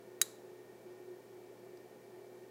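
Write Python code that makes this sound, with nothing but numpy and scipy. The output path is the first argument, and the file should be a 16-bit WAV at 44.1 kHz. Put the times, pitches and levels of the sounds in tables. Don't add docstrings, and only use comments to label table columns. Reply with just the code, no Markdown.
import sys
import numpy as np
from scipy import signal
from scipy.fft import rfft, irfft, next_fast_len
from scipy.io import wavfile
from scipy.ndimage import map_coordinates

SR = 44100
rng = np.random.default_rng(int(sys.argv[2]) if len(sys.argv) > 2 else 0)


def waveform_to_disk(signal):
    frames = np.transpose(np.atleast_2d(signal))
    scaled = np.clip(frames, -1, 1) * 32767
    samples = np.round(scaled).astype(np.int16)
    wavfile.write(sys.argv[1], SR, samples)


N = 110250


def amp(db):
    return 10 ** (np.asarray(db) / 20)


def unit(x):
    return x / np.sqrt(np.mean(x ** 2) + 1e-20)


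def along(points, hz):
    point_hz, value = np.transpose(points)
    return np.interp(np.log(hz + 1), np.log(point_hz + 1), value)


def since(start_s):
    return np.maximum(np.arange(N) / SR - start_s, 0)


def wobble(knots_per_s):
    knots = rng.standard_normal(256)
    return map_coordinates(knots, [np.arange(N) * knots_per_s / SR], mode="mirror")


def filtered(x, response):
    size = next_fast_len(N + 8192)
    freq_hz = np.fft.rfftfreq(size, 1 / SR)
    return irfft(rfft(x, size) * response(freq_hz), size)[:N]


def noise(colour):
    return unit(filtered(rng.standard_normal(N), lambda f: amp(along(colour, f))))


def narrow(centre_hz, width_hz):
    return unit(filtered(rng.standard_normal(N), lambda f: 1 / (1 + ((f - centre_hz) / width_hz * 2) ** 2)))


def burst(start_s, hold_s, t60_s):
    return (since(start_s) > 0) * amp(-60 * since(start_s + hold_s) / t60_s)


SNAP_S = 0.2152
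# freq_hz, level_db
PULSE_COLOUR = [(200, -42), (800, -27), (1100, -4), (1900, 1.5), (2500, 1), (3300, -6.5), (4800, -5.5),
                (6600, -3), (8800, -20), (10400, 3.5), (12700, -8), (14500, -9), (16500, -23)]


def pulse(start_s, colour):
    freq_hz = np.fft.rfftfreq(N, 1 / SR)
    cepstrum = irfft(np.log(amp(along(colour, freq_hz))), N)
    cepstrum[1:N // 2] *= 2
    cepstrum[N // 2 + 1:] = 0
    impulse = irfft(np.exp(rfft(cepstrum)), N)
    return np.pad(impulse, (round(start_s * SR), 0))[:N]


# freq_hz, relative_db
CRACK_COLOUR = [(300, -44), (850, -33), (1150, -12), (2200, -11.5), (3000, -10.5), (4800, 0.5),
                (5600, -11.5), (6600, 1.5), (8100, 1.5), (8800, -7.5), (10400, 0), (12700, -10),
                (13700, 0.5), (15000, -7.5), (16500, -25)]
CRACK_DB, CRACK_HOLD_S, CRACK_T60_S = -23, 0.0019, 0.016
LINGER_RE_CRACK_DB, LINGER_T60_S = -18.5, 0.071


def crack():
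    main = burst(SNAP_S, CRACK_HOLD_S, CRACK_T60_S)
    linger = amp(LINGER_RE_CRACK_DB) * burst(SNAP_S, 0, LINGER_T60_S)
    return amp(CRACK_DB) * (main + linger) * noise(CRACK_COLOUR)


# freq_hz, relative_db (before GLASS_GAIN_DB), t60_s
GLASS_MODES = [(1887, -40, 0.036), (3210, -41.5, 0.033), (3885, -27, 0.04), (4900, -31.5, 0.019),
               (6040, -33, .016), (6620, -20, 0.015), (7575, -28.5, .023), (8050, -28.5, 0.013),
               (10630, -22.5, 0.016), (11390, -35.5, .016), (12110, -32, .018), (13480, -25, 0.013),
               (14220, -38, .018)]
GLASS_GAIN_DB, GLASS_ATTACK_S = 5.5, 0.0017


def glass():
    t = since(SNAP_S)
    onset = 1 - np.exp(-t / GLASS_ATTACK_S)
    ring = sum(amp(db - 60 * t / t60_s) * np.cos(2 * np.pi * hz * t) for hz, db, t60_s in GLASS_MODES)
    return amp(GLASS_GAIN_DB) * onset * ring


def snap():
    return pulse(SNAP_S, PULSE_COLOUR) + crack() + glass()


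# freq_hz, relative_db
ROOM_COLOUR = [(400, -20), (1100, 2), (3200, -7), (3900, 3), (5300, -4), (6800, 3.5), (8000, 2.5),
               (8800, -7.5), (10400, 4), (11700, -1.5), (12500, -9.5), (14000, 2), (16000, -19)]
# freq_hz, t60_s
ROOM_T60 = [(1000, .45), (4000, 0.49), (8000, 0.43), (15000, 0.29)]
ROOM_DB, ROOM_DELAY_S, ROOM_RING_DB = -49.5, 0.008, -62
WALL_DELAY_S, WALL_DB = 0.011, -22.5


def room(direct):
    wall = filtered(direct, lambda f: amp(WALL_DB) * np.exp(-2j * np.pi * f * WALL_DELAY_S))
    ring_hz = max(GLASS_MODES, key=lambda mode: mode[2])[0]
    diffuse = amp(ROOM_DB) * noise(ROOM_COLOUR) + amp(ROOM_RING_DB) * narrow(ring_hz, width_hz=160)
    freq_hz, frame_s, frames = signal.stft(diffuse, SR, nperseg=256)
    t60_s = along(ROOM_T60, freq_hz)[:, None]
    fade = amp(-60 * np.maximum(frame_s - SNAP_S, 0) / t60_s)
    tail = signal.istft(frames * fade, SR, nperseg=256)[1][:N]
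    return wall + tail * (since(SNAP_S + ROOM_DELAY_S) > 0)


# start_s, level_db
TICKS = [(1.772, -60.5)]
# freq_hz, relative_db
TICK_COLOUR = [(2500, -15), (4200, -11), (5400, 3.5), (6400, -14), (10000, -21)]
TICK_HOLD_S, TICK_T60_S = 0.0018, 0.019


def ticks():
    envelope = sum(amp(db) * burst(start_s, TICK_HOLD_S, TICK_T60_S) for start_s, db in TICKS)
    return envelope * noise(TICK_COLOUR)


SHAFT_HZ = 36.17
# shaft_multiple, rms_db (before waver)
PUMP_TONES = [(2, -98.5), (11, -65.5), (12, -66), (14, -68), (15, -74), (18, -78), (19, -77), (20, -81.5),
              (23, -80.5), (24, -80), (40, -84), (49, -83), (51, -80), (64, -81)]
STRONGEST_MULTIPLE = 10
# time_s, rms_db (before SWELL_GAIN_DB and waver)
SWELL = [(0.0, -62), (0.22, -57), (0.26, -65.5), (0.49, -56), (0.65, -61.5), (0.72, -55), (0.8, -67),
         (0.85, -56.5), (1.05, -59.5), (1.11, -49), (1.25, -67.5), (1.34, -56.5), (1.64, -59),
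         (1.72, -50.5), (1.96, -67.5), (2.17, -55.5), (2.48, -60.5), (2.5, -60)]
SWELL_GAIN_DB = -1
WAVER_DB, WAVER_RAD, LEVEL_KNOTS_PER_S, PHASE_KNOTS_PER_S = 2, 0.3, 6.99, 6.03


def shaft_tones():
    t = since(0)
    swell_db = SWELL_GAIN_DB + np.interp(t, *np.transpose(SWELL))
    total = np.zeros(N)
    for multiple, db in PUMP_TONES + [(STRONGEST_MULTIPLE, swell_db)]:
        level = amp(db + WAVER_DB * wobble(LEVEL_KNOTS_PER_S))
        cycles = multiple * SHAFT_HZ * t + rng.random()
        total += level * np.sin(2 * np.pi * cycles + WAVER_RAD * wobble(PHASE_KNOTS_PER_S))
    return np.sqrt(2) * total


MAINS_HZ = 60
# mains_multiple, rms_db
HUM = [(2, -71.5), (4, -85.5)]


def mains_hum():
    t = since(0)
    tones = sum(amp(db) * np.sin(2 * np.pi * (k * MAINS_HZ * t + rng.random())) for k, db in HUM)
    return np.sqrt(2) * tones


# centre_hz, width_hz, rms_db
HOUSING = [(374, 64, -61.5), (1836, 77, -80), (2315, 100, -89)]


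def housing():
    return sum(amp(db) * narrow(centre_hz, width_hz) for centre_hz, width_hz, db in HOUSING)


# freq_hz, relative_db_per_hz
CHURN_COLOUR = [(25, -24), (60, -35), (95, -15), (130, -10.5), (185, 1), (280, 0), (420, 2), (480, 0.5),
                (680, -2), (780, -5), (870, -5), (950, -8.5), (1300, -15), (2400, -20.5), (4000, -44.5)]
CHURN_DB = -61


def churn():
    return amp(CHURN_DB) * noise(CHURN_COLOUR)


def pump():
    return shaft_tones() + mains_hum() + housing() + churn()


def scene():
    direct = snap()
    return (direct + room(direct) + ticks() + pump())[None]


# freq_hz, relative_db_per_hz
HISS_COLOUR = [(100, -1), (2000, 5.5), (3200, 4), (6000, 2), (10000, -1), (15500, 0)]
HISS_DB, HISS_TOP_HZ = -69, 15800
MIC_TOP_HZ = 16600


def record(dry):
    hiss = amp(HISS_DB) * filtered(noise(HISS_COLOUR), lambda f: f < HISS_TOP_HZ)
    return filtered(dry[0] + hiss, lambda f: f < MIC_TOP_HZ)[None]


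dry = scene()
out = record(dry)
waveform_to_disk(out)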